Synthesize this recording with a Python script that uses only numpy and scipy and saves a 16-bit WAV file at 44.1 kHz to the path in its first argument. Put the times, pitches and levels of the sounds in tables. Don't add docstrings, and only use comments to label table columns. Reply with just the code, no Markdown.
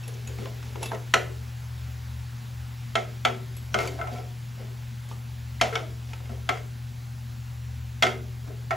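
import sys
import numpy as np
from scipy import signal
from scipy.fft import rfft, irfft, next_fast_len
from scipy.io import wavfile
from scipy.ndimage import uniform_filter1d

SR = 44100
rng = np.random.default_rng(int(sys.argv[2]) if len(sys.argv) > 2 else 0)


def undo_db(level):
    steps = np.asarray(level, float) / 20
    return 10 ** steps


def materialize(psi):
    bounded = np.clip(np.atleast_2d(psi).T, -1, 1)
    quanta = np.round(bounded * 32767).astype(np.int16)
    wavfile.write(sys.argv[1], SR, quanta)


N = 386304


def evened(x):
    return x / np.sqrt(np.mean(x ** 2) + 1e-20)


def read(points, hz):
    f, value = np.transpose(points)
    return np.interp(np.log(hz + 1), np.log(f + 1), value)


def add(mix, s, sound):
    part = mix[..., round(s * SR):][..., :sound.shape[-1]]
    part += sound[..., :part.shape[-1]]


def coloured(x, points):
    size = next_fast_len(x.shape[-1])
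    hz = np.fft.rfftfreq(size, 1 / SR)
    shaped = irfft(rfft(x, size) * undo_db(read(points, hz)), size)
    return evened(shaped[..., :x.shape[-1]])


def ring(modes, spread_db, apart, rise, twin_db=-6.0, lasting=1):
    hz, db, t60 = np.tile(np.transpose(modes), 2)
    t60 = t60 * lasting
    twin = np.arange(len(hz)) >= len(modes)
    t = np.arange(int(0.8 * np.clip(t60.max(), 0.05, 0.6) * SR)) / SR
    spot, detune, start, ear = rng.standard_normal((4, len(hz)))
    hz = hz * (1 + 0.0188 * detune * twin)
    swing = np.exp(np.outer(2j * np.pi * hz - np.log(1000) / t60, t))
    phase = 3 * start + apart * np.outer([-1, 1], ear)
    push = undo_db(db + spread_db * spot + twin_db * twin) * np.exp(1j * phase)
    x = (push @ swing).imag * (1 - np.exp(-t / rise))
    x = x * (1 + 2.4 * np.exp(-t / 0.0018))
    return x / abs(x).max()


def crack(colour, rise, fall):
    t = np.arange(2048) / SR
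    x = coloured(rng.standard_normal(len(t)), colour)
    x = x * (1 - np.exp(-t / rise)) * np.exp(-t / fall)
    return x / abs(x).max()


def knock(contact_s):
    u = np.arange(512) / SR / contact_s
    return np.e * u * (2 - u) * np.exp(-u)


def clatter(low_hz, high_hz, t60):
    t = np.arange(int(0.8 * t60 * SR)) / SR
    both, own = rng.standard_normal(8192), rng.standard_normal((2, 8192))
    patch = [(low_hz * 0.84, -30), (low_hz, 0), (high_hz, -2.5), (high_hz * 2, -26), (high_hz * 4, -50)]
    x = coloured(both + own, patch)[:, :len(t)]
    t = t[:x.shape[1]]
    fade = undo_db(-60 * t / t60) * (1 + 1.3 * np.exp(-t / 0.0029))
    fade = fade * signal.windows.tukey(2 * len(t), 0.4)[len(t):]
    return x * fade * (1 - np.exp(-t / 0.00089)) / 6


def tone(hz, db):
    return np.sqrt(2) * undo_db(db) * np.sin(2 * np.pi * hz * np.arange(N) / SR)


# (frequency [Hz], density [dB per Hz])
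HISS = [(160, -30), (270, -11), (361, 0.5), (400, -5), (603, -2.5), (691, -6.5), (752, 1), (1170, -3),
        (1460, -1.5), (3880, -7), (7550, -13), (9110, -15.5), (10600, -15.5), (13300, -15), (16000, -15.5)]
# (frequency [Hz], density [dB per Hz])
RUMBLE = [(25, -30), (50, -4.5), (100, -3.5), (140, -0.5), (185, -13.5), (230, -2.5), (270, -18.5),
          (330, -39)]
# (frequency [Hz], likeness [0 to 1])
SAME = [(60, 1), (200, 0.92), (400, 0.36), (800, 0.41), (1350, 0.25), (1800, 0.71), (2400, 1)]


def air():
    hiss_db, cooling_db_per_s, rumble_db = -50.5, -0.43, -48.5
    hz, t, z = signal.stft(rng.standard_normal((2, N)), SR, nperseg=1024)
    same = read(SAME, hz)[:, None]
    z = np.array([z[0], same * z[0] + np.sqrt(1 - same ** 2) * z[1]])
    patches = uniform_filter1d(rng.standard_normal(z.shape[1:]), 10, 0)
    patches = evened(uniform_filter1d(patches, 6, 1))
    noise = signal.istft(z * undo_db(1.1 * patches), SR, nperseg=1024)[1][:, :N]
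    hiss = undo_db(hiss_db + cooling_db_per_s * np.arange(N) / SR) * coloured(noise, HISS)
    return hiss + undo_db(rumble_db) * coloured(noise, RUMBLE)


def refrigerator():
    return tone(119.9, -36.481)


# (time [s], level [dB])
DRONE = [(0.0, -60), (0.32, -40), (0.54, -54), (0.78, -41.5), (1.0, -49), (1.1, -46.5), (2.19, -37),
         (2.51, -52.5), (2.61, -40), (2.9, -50.5), (4.03, -41.5), (4.68, -57), (4.8, -46.5), (5.76, -45.5),
         (5.95, -38.5), (6.59, -48.5), (7.73, -42.5), (8.76, -49)]


def drone():
    waver_db, waver_s = 2.5, 0.3
    waver = evened(signal.oaconvolve(rng.standard_normal(N), np.hanning(int(waver_s * SR)), "same"))
    swell_db = np.interp(np.arange(N) / SR, *np.transpose(DRONE))
    return tone(76.1, swell_db + waver_db * waver)


# (time [s], tick [dB], lower modes [dB], middle modes [dB], top modes [dB])
TICKS = [
    (0.036, -47, -38.5, -64, -61),
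    (0.0786, -33, -54, -56, -49),
    (0.139, -46, -47, -56, -73),
    (0.274, -36, -39, -48, -56),
    (0.83, -25, -33, -42, -53),
    (0.857, -25, -34, -50, -58),
    (3.566, -37, -59, -57, -58),
    (3.551, -51, -66, -65, -63.5),
    (3.874, -25, -52, -43, -58),
    (5.089, -47, -53, -57, -61),
]
# (frequency [Hz], level [dB], time to fall 60 dB [s])
TONGS_LOW = [(2390, -4, .04), (2655, 14.5, 0.09), (3480, -11, 0.08), (3880, -4, 0.039), (4350, -24, 0.025),
             (5550, 10.5, 0.078)]
TONGS_MID = [(6500, 0, .05), (7300, -4, .05), (7900, -4, .06)]
TONGS_TOP = [(9500, 1, 0.04), (9850, 6, 0.026), (11200, 1, 0.06), (12300, -3, .08)]
# (frequency [Hz], density [dB per Hz])
RASP = [(600, 6.5), (1500, -3.5), (3000, 1.5), (6000, -4), (9000, -9.5), (12000, -10), (16000, -16)]


def tongs():
    out = np.zeros((2, N))
    for s, db, low_db, mid_db, top_db in TICKS:
        add(out, s, undo_db(db - 3.5) * crack(RASP, 0.00085, 0.012))
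        add(out, s, undo_db(low_db - 2.5) * ring(TONGS_LOW, 5.0, 0.05, 0.0027))
        add(out, s, undo_db(mid_db + 12.5) * ring(TONGS_MID, 1.2, 0.05, 0.00044))
        add(out, s, undo_db(top_db + 17.0) * ring(TONGS_TOP, 2.1, 0.05, 0.00045))
    return out


# (frequency [Hz], time to fall 60 dB [s])
ROOM = [(200, 1), (500, 0.27), (1400, 0.33), (3000, 0.28), (6000, 0.24), (12000, 0.45)]


def kitchen(x):
    taps = np.zeros((4, SR // 2))
    at = np.arange(160, SR // 2 - 20, 20) + rng.integers(0, 20, (4, (SR // 2 - 161) // 20))
    np.put_along_axis(taps, at, rng.choice([-1., 1.], at.shape), 1)
    hz, t, z = signal.stft(taps, SR, nperseg=256)
    tail = signal.istft(z * undo_db(-60 * t / read(ROOM, hz)[:, None]), SR, nperseg=256)[1]
    tail = tail + 0.74 * tail[::-1]
    wet = signal.oaconvolve(x[[0, 0, 1, 1]], tail / np.linalg.norm(tail[0]), axes=1)[:, :N]
    speed_hz = 34 * evened(uniform_filter1d(rng.standard_normal(N), 1300))
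    blend = 2 * np.pi * np.cumsum(speed_hz) / SR
    return np.cos(blend) * wet[[0, 3]] + np.sin(blend) * wet[[1, 2]]


# (time [s], level [dB], fall [s])
CHATTER = [(.079, -42, .006), (.2735, -43, .008), (.4574, -40, .003), (.8225, -35, .007), (.831, -33, .008),
           (0.842, -40, .006), (.857, -34, .01), (.875, -42, .01), (.948, -40, .004), (3.566, -46, 0.0088),
           (3.7873, -27, .002), (3.801, -36, .003), (3.812, -36, .003), (3.832, -29, .004),
           (3.848, -32, .003), (3.861, -35, .003), (3.876, -33, .005), (4.013, -40, .003),
           (4.135, -42, .004), (5.114, -42, .004), (5.756, -37, .005), (8.709, -37, 0.0067)]


def chatter():
    out = np.zeros(N)
    for s, db, fall in CHATTER:
        add(out, s, undo_db(db) * crack(RASP, 0.0003, fall))
    return out


# (time [s], level [dB], frequency
# [Hz], time to fall 60 dB [s])
PINGS = [(0.081, -39, 11000, .03), (0.273, -39.5, 6860, 0.11), (3.566, -39, 11300, 0.042),
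         (3.567, -49, 7850, 0.15), (3.744, -39, 1296, .2), (3.99, -39, 700, 0.34), (4.02, -33, 1343, 0.14),
         (4.045, -39, 710, 0.32), (4.105, -40, 722, 0.75), (4.16, -43, 1335, .2), (5.62, -33, 678, 0.19),
         (5.113, -36.5, 886, 0.039), (6.492, -26.5, 1090, 0.072), (6.294, -41, 668, .25),
         (8.707, -25, 1050, .04), (8.022, -32, 1040, .05), (6.492, -30, 3260, .05),
         (0.8305, -30.5, 10980, .03), (0.833, -40, 6700, .03), (0.836, -29.5, 2710, 0.041),
         (0.857, -42, 11500, 0.045), (0.859, -42, 3430, .15), (0.885, -40, 3730, 0.076),
         (0.917, -32.5, 1583, 0.055), (0.948, -36, 1950, 0.036), (1.14, -25, 5900, 0.045),
         (3.733, -40, 5700, 0.043), (3.743, -33, 3150, 0.023), (3.744, -31, 6000, .03),
         (3.7877, -27, 2124, 0.091), (3.789, -34, 4650, 0.026), (3.875, -28.5, 2320, 0.031),
         (3.875, -34.5, 4600, 0.044), (3.9957, -41, 2070, 0.044), (4.0132, -24.5, 1480, .03),
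         (4.0134, -32, 2100, .04), (4.0716, -47, 2050, 0.045), (4.1344, -45, 4620, 0.044),
         (4.16, -42, 2270, .05), (5.114, -49, 1890, .03), (5.601, -31, 2040, 0.036),
         (5.613, -20.5, 5300, 0.035), (5.7546, -15, 3280, 0.011), (5.756, -33, 5850, 0.044),
         (5.756, -27, 2223, 0.095), (6.491, -22, 2065, 0.055), (8.0665, -35, 4650, 0.046),
         (8.708, -22, 2220, 0.035),
         (1.139, -12, 1463, 0.033), (1.1392, -13, 2000, .025), (1.1395, -26, 2900, 0.016),
          (1.147, -27, 2550, 0.027), (2.9545, -14, 3210, 0.023), (2.9545, -20, 2690, 0.028),
          (3.2505, -21, 3230, 0.015), (3.743, -17, 1530, .03), (3.7878, -27, 1000, 0.015),
          (3.7878, -30, 3300, .015), (3.789, -31, 5650, .02), (3.848, -29, 1440, .04),
          (3.881, -40, 2200, .02), (3.989, -37, 1500, .03), (5.1135, -37, 1150, .03),
          (6.133, -34, 1330, 0.033), (6.133, -36, 2450, .025), (6.134, -43, 900, .05),
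          (6.256, -44, 2150, 0.047), (8.024, -20, 3200, .02), (8.0326, -11, 3270, 0.021),
          (8.033, -18, 2155, 0.056), (8.0665, -20, 2155, .04), (8.073, -31, 1400, .06),
          (0.386, -38, 2180, .02), (0.4574, -32, 1000, .03), (0.4574, -38, 2300, .015),
          (0.7552, -37, 1010, .03), (0.6265, -46, 1520, 0.018), (6.4912, -15, 1400, .018),
          (6.494, -26.5, 699, 0.14), (6.496, -30, 1335, .12), (5.7557, -22, 3280, 0.023),
          (0.9172, -32, 1850, .03), (1.1397, -24, 4150, 0.044), (4.016, -34, 1337, .14),
          (0.826, -39, 11100, .08), (8.036, -24, 720, .1), (2.965, -43, 376, 0.55), (8.036, -35, 376, 0.39),
          (3.76, -26, 1320, 0.13), (8.075, -34, 2126, 0.18)]


def pings():
    out, t = np.zeros(N), np.arange(12000) / SR
    for s, db, hz, t60 in PINGS:
        note = np.sin(2 * np.pi * hz * t) * (1 - np.exp(-t / 0.00047))
        add(out, s, undo_db(db - 60 * t / t60) * note)
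    return out


# (time of firmest grip [s], release [s], base rub [dB], wall rub [dB], rasp [dB])
DRAGS = [(.088, 0.25, -46.5, -49, -49), (.3, 0.55, -44.5, -64, -47.5), (.4, 0.29, -52, -44, -42),
         (.47, 0.051, -37, -38.5, -50), (.66, 0.27, -50.5, -69, -45.5), (.73, .04, -52, -59, -51),
         (.81, 0.08, -38, -46, -50), (.832, 0.092, -45, -55, -37), (0.944, 0.049, -32.5, -27.5, -41),
         (3.8, 0.21, -32.5, -28, -31.5), (4.0, 0.15, -44, -33, -49), (4.142, 0.13, -40.5, -39, -41),
         (4.6, 0.19, -48.5, -45.5, -52), (4.72, 0.045, -49, -64, -64), (5.114, 0.074, -63, -66, -43.5),
         (5.68, 0.089, -53, -31, -42), (5.745, 0.17, -38, -35, -38.5), (6.1, 0.27, -62, -65, -46),
         (6.316, 0.15, -44.5, -47, -55), (6.53, 0.086, -34.5, -33.5, -51), (8.49, 0.15, -42.5, -44, -58)]


def strokes():
    grip_s, fall_db = 0.063, 21
    s, release, *levels = np.transpose(DRAGS)
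    t = np.arange(0, N + 64, 64) / SR
    late = t - s[:, None]
    shape = -fall_db * np.maximum(-late / grip_s, late / release[:, None])
    return [np.interp(np.arange(N) / SR, t, np.max(db[:, None] + shape, axis=0)) for db in levels]


def slips(per_s, modes):
    train = rng.standard_normal(N) * (rng.random(N) < per_s / SR)
    body = np.zeros((2, SR // 4))
    for family, db in modes:
        add(body, 0, undo_db(db) * ring(family, 0.48, 0.38, 0.002))
    body = body * undo_db(-60 * np.arange(SR // 4) / SR / 0.2)
    return train / train.std(), body / np.linalg.norm(body[0])


# (frequency [Hz], level [dB], time to fall 60 dB [s])
DEEP = [(376, -9, 0.49), (417, -4, 0.17), (454, -7.5, 0.43), (526.6, -6.5, 0.31)]
BELL = [(601, -20.5, 0.47), (665.6, -4.5, 0.17), (733, -9.5, 0.19), (746.5, -10, 0.16), (845, -15.5, 0.13),
        (1032, -16.5, 0.12)]
CLANK = [(1180, -12, .07), (1332, 0, .088), (1450, -3, .04), (1490, -12, .07), (1570, -10, .05)]
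BRIGHT = [(1873, -4, .09), (2036, -5, .11), (2126, 0, .11), (2200, -4, .05), (2320, -9, .1),
          (2690, -10, .05)]


def drags():
    deep_db, bell_db, rasp_db = strokes()
    grains = rng.laplace(size=N) * (rng.random(N) < 7000 / SR)
    out = undo_db(rasp_db - 6.0) * coloured(grains, RASP)
    rubs = [(deep_db - 3.0, [(DEEP, 0)]),
            (bell_db - 7.0, [(BELL, 0), (CLANK, -7.5), (BRIGHT, -9.5)]),
            (rasp_db - 20, [(TONGS_LOW, 0)])]
    for db, modes in rubs:
        train, body = slips(400, modes)
        out = out + signal.oaconvolve((undo_db(db) * train)[None], body, axes=1)[:, :N]
    return out


# (time [s], tick [dB], clatter [dB], spot [base 0 to rim 3], damping [dB per step away])
NUDGES = [(0.0929, -48, -46, 2, 3), (0.298, -43, -51, -3, 2), (0.386, -40, -40.5, -0.5, 1.5),
          (0.419, -38, -34, -0.5, 5), (0.4567, -21, -36, 0.5, 5), (0.627, -40, -32.5, 5, 4),
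          (0.7562, -22, -27.5, 0.5, 11), (0.8277, -19, -26, 1, 25), (0.9164, -27, -22, 1.13, 11.5),
          (0.9477, -27, -39, 1, 12), (3.8303, -38, -35, -5, 18), (3.8537, -40, -38, 2.5, 0),
          (4.136, -36, -48, -7, 9), (4.6022, -49, -43, 0, 14), (5.1132, -30, -34.5, 0.5, 17),
          (6.133, -23.5, -35, 1.5, 9), (6.2011, -49, -36, -1.5, 4), (6.2562, -32, -33, -3, 6),
          (8.4754, -43, -49, 3, -1), (8.5714, -50, -43, -1.5, 5.5)]
# (rising edge [Hz], falling edge [Hz], time to fall 60 dB [s])
CLATTER = [(322, 550, 0.28), (690, 1080, 0.077), (1270, 1100, 0.072), (2520, 7000, 0.064)]
# (frequency [Hz], density [dB per Hz])
CRACK = [(200, -9), (500, -8.5), (1300, -7), (3000, -2), (4700, -15), (6600, -13), (9000, -22),
         (12000, -26), (16000, -38)]


def nudges():
    out = np.zeros((2, N))
    for s, tick_db, force_db, spot, damping in NUDGES:
        levels = force_db - damping * abs(np.arange(len(CLATTER)) - spot)
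        add(out, s, undo_db(tick_db - 10.5) * crack(CRACK, 0.00074, 0.0043))
        add(out, s, undo_db(tick_db - 23.0) * knock(0.00018))
        for db, patch in zip(levels, CLATTER):
            add(out, s, undo_db(db + 8.5) * clatter(*patch))
    return out


# (time [s], level [dB], frequency [Hz], time to fall 60 dB [s])
THUMPS = [(0.389, -36.5, 221, 0.21), (.93, -42, 219, 0.32), (1.146, -37.5, 237, 0.15),
          (2.959, -38, 227, 0.16), (3.254, -39, 239.3, 0.55), (3.291, -40, 376, 0.73),
          (3.747, -35, 218.6, 0.3), (3.801, -39.5, 285.6, 0.61), (4.12, -37.5, 236.5, 0.23),
          (5.617, -35, 228, 0.21), (5.722, -30.5, 454, 0.39), (5.761, -48, 325, 0.81),
          (6.299, -38.5, 232, 0.17), (6.494, -37, 277, 0.11), (8.03, -35.5, 236.3, 0.6),
          (8.04, -40, 290, 0.18), (8.066, -30, 376, 0.57), (8.474, -45, 292, 0.18),
          (5.114, -48, 1193, 0.23), (5.81, -38, 657, 0.27)]


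def thumps():
    out = np.zeros((2, N))
    for s, db, hz, t60 in THUMPS:
        add(out, s, undo_db(db) * ring([(hz, 0, t60)], 0, 0.34, 0.0069, twin_db=-5.0))
    return out


# (time [s], force [dB], wall modes [dB], rim modes [dB], hardness [dB])
BLOWS = [(1.1382, -17.5, -5, 1, -1), (2.954, -18, -9, -0.5, 3), (3.2499, -17, -4.5, -1.5, 0.5),
         (3.7422, -19, -7.5, -7.5, -5), (3.7875, -31, -2.5, 4.5, -15), (3.9884, -30.5, -16, -24, -28),
         (4.0126, -32.5, -4, -25, -26), (4.0716, -32.5, -7.5, -7.5, -20), (4.1831, -36, -18, -13, -17),
         (5.6122, -15.5, -7.5, 2.5, -3.5), (5.7264, -37, -2.5, 1, -20), (5.7548, -32, 3, 4, 15),
         (6.2929, -39.5, -16.5, -20, -11), (6.4903, -23, -4, 1.5, 2.5), (6.5717, -56.5, -1, 21, 4),
         (8.0234, -27.5, 6, 16, 7), (8.0326, -19.5, -4, -9, 8), (8.0663, -33, 4.5, 8, -11),
         (8.707, -22, -6, -6, -8.5)]
# (crack [dB], base [dB], length of the wall, rim and hard rings against their usual
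LANDINGS = [(7, 3, 0.64), (-0.5, -3, 1.03), (0, -3, 0.8), (5.5, 2.5, 0.97), (-2, -8, 1.9), (2, -2, 1),
            (1, 6, .8), (-2, -5, 0.69), (3, 7, 1.4), (1.3, -4, 0.42), (-14, -3, 1.3), (-4, 11, 0.69),
            (6, 8, 1.1), (1, 1, 0.99), (0.1, 0, 0.71), (-1, 4, 0.85), (4.5, 2.5, 0.83), (-1, -1, 0.92),
            (-6, -3.5, 0.91)]
LOOSE = [-1, -1.5, -1, -3, 2, -2, 0, -3, -2, 0.5, 6.5, 0.5, 0, 0.5, 3, -1, -3, 1, 0.5]
# (frequency [Hz], level [dB], time to fall 60 dB [s])
BITE = [(3030, -9, .045), (3240, 0, .026), (3420, -4, .03), (3730, -15, .07), (4148, -19, .09),
        (4650, -20, .05), (5350, -15, .035), (6500, -18, .03)]


def pan():
    out = np.zeros((2, N))
    for (s, bell_db, wall, rim, hard), (crack_db, base_db, free), loose_db in zip(BLOWS, LANDINGS, LOOSE):
        clank_db, bright_db, bite_db = bell_db + wall, bell_db + rim, bell_db + hard
        deep_db = bell_db + base_db - 9.5 + 0.2 * (bell_db + 8.5)
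        contact_db = (clank_db + bright_db) / 2 + crack_db
        add(out, s, undo_db(contact_db + 7.5) * crack(CRACK, 0.0018, 0.0039))
        add(out, s + 0.00115, -undo_db(contact_db + 1.5) * knock(0.000098))
        add(out, s, undo_db(deep_db + 2.5) * ring(DEEP, 1.4, 0.59, 0.01))
        add(out, s, undo_db(bell_db + 1.5) * ring(BELL, 1.5, 0.55, 0.006))
        add(out, s, undo_db(clank_db + 9.5) * ring(CLANK, 1.0, 0.99, 0.0095, lasting=free))
        add(out, s, undo_db(bright_db - 2.5) * ring(BRIGHT, 5.2, 0.14, 0.0069, lasting=free))
        add(out, s, undo_db(bite_db + 0.5) * ring(BITE, 1.5, 0.12, 0.0005, lasting=free))
        add(out, s, undo_db(clank_db + loose_db + 8.5) * clatter(640, 2660, 0.25))
        add(out, s, undo_db(bright_db + loose_db - 4.0) * clatter(1650, 6200, 0.28))
        add(out, s, undo_db(bell_db - 2.5) * clatter(337, 1000, 0.15))
    return out


def scene():
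    metal = pan() + nudges() + tongs() + drags() + pings()
    low = thumps()
    echo = undo_db(-7.0) * kitchen(metal + 0.28 * low)
    return metal + low + echo + air() + refrigerator() + drone() + chatter()


def top_cut(x):
    return signal.sosfilt(signal.butter(12, 16970, fs=SR, output="sos"), x)


# (frequency [Hz], level [dB])
BALANCE_DB = [(60, 1.5), (150, 2.2), (250, 3.5), (380, 5.5), (550, .5), (950, -.3), (2000, 0)]
# (frequency [Hz], lag [turns])
LAG = [(7500, .025), (7650, .13), (8250, .25), (9050, .5), (10000, .75), (11050, 1), (12200, 1.25),
       (13350, 1.5), (14350, 1.77), (14700, 1.96)]
# (frequency [Hz], density [dB per Hz])
FAINT = [(1850, -130), (1950, -102), (2700, -103), (7000, -104), (7300, -111), (9700, -111), (10300, -109),
         (11700, -108), (12500, -110), (15750, -109), (15850, -92), (16900, -92), (17000, 0)]


def record(dry):
    ceiling, masked_db = 0.75, -7.5
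    rounded = ceiling * np.tanh(dry / ceiling)
    hz, t, z = signal.stft(rounded, SR, nperseg=1024, scaling="psd")
    z = z * undo_db(np.array([0.5, -0.5])[:, None] * read(BALANCE_DB, hz))[..., None]
    mid, side = (z[0] + z[1]) / 2, (z[0] - z[1]) / 2
    turn, treble = np.pi * read(LAG, hz)[:, None], (hz > 2600)[:, None]
    side = np.where(treble, 1j * mid * np.sin(turn), side)
    mid = np.where(treble, mid * np.cos(turn), mid)
    power = uniform_filter1d(abs(np.array([mid, side])) ** 2, 14, 1)
    power = uniform_filter1d(power, 2, 2)
    heard = power > undo_db(2 * read(FAINT, hz))[:, None]
    unmasked = power > undo_db(2 * masked_db) * power.sum(0)
    heard = heard & (unmasked | (hz < 7000)[:, None])
    mid, side = mid * heard[0], side * heard[1]
    ports = signal.istft(np.array([mid + side, mid - side]), SR, nperseg=1024, scaling="psd")[1][:, :N]
    return top_cut(ports)


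dry = scene()
out = record(dry)
materialize(out)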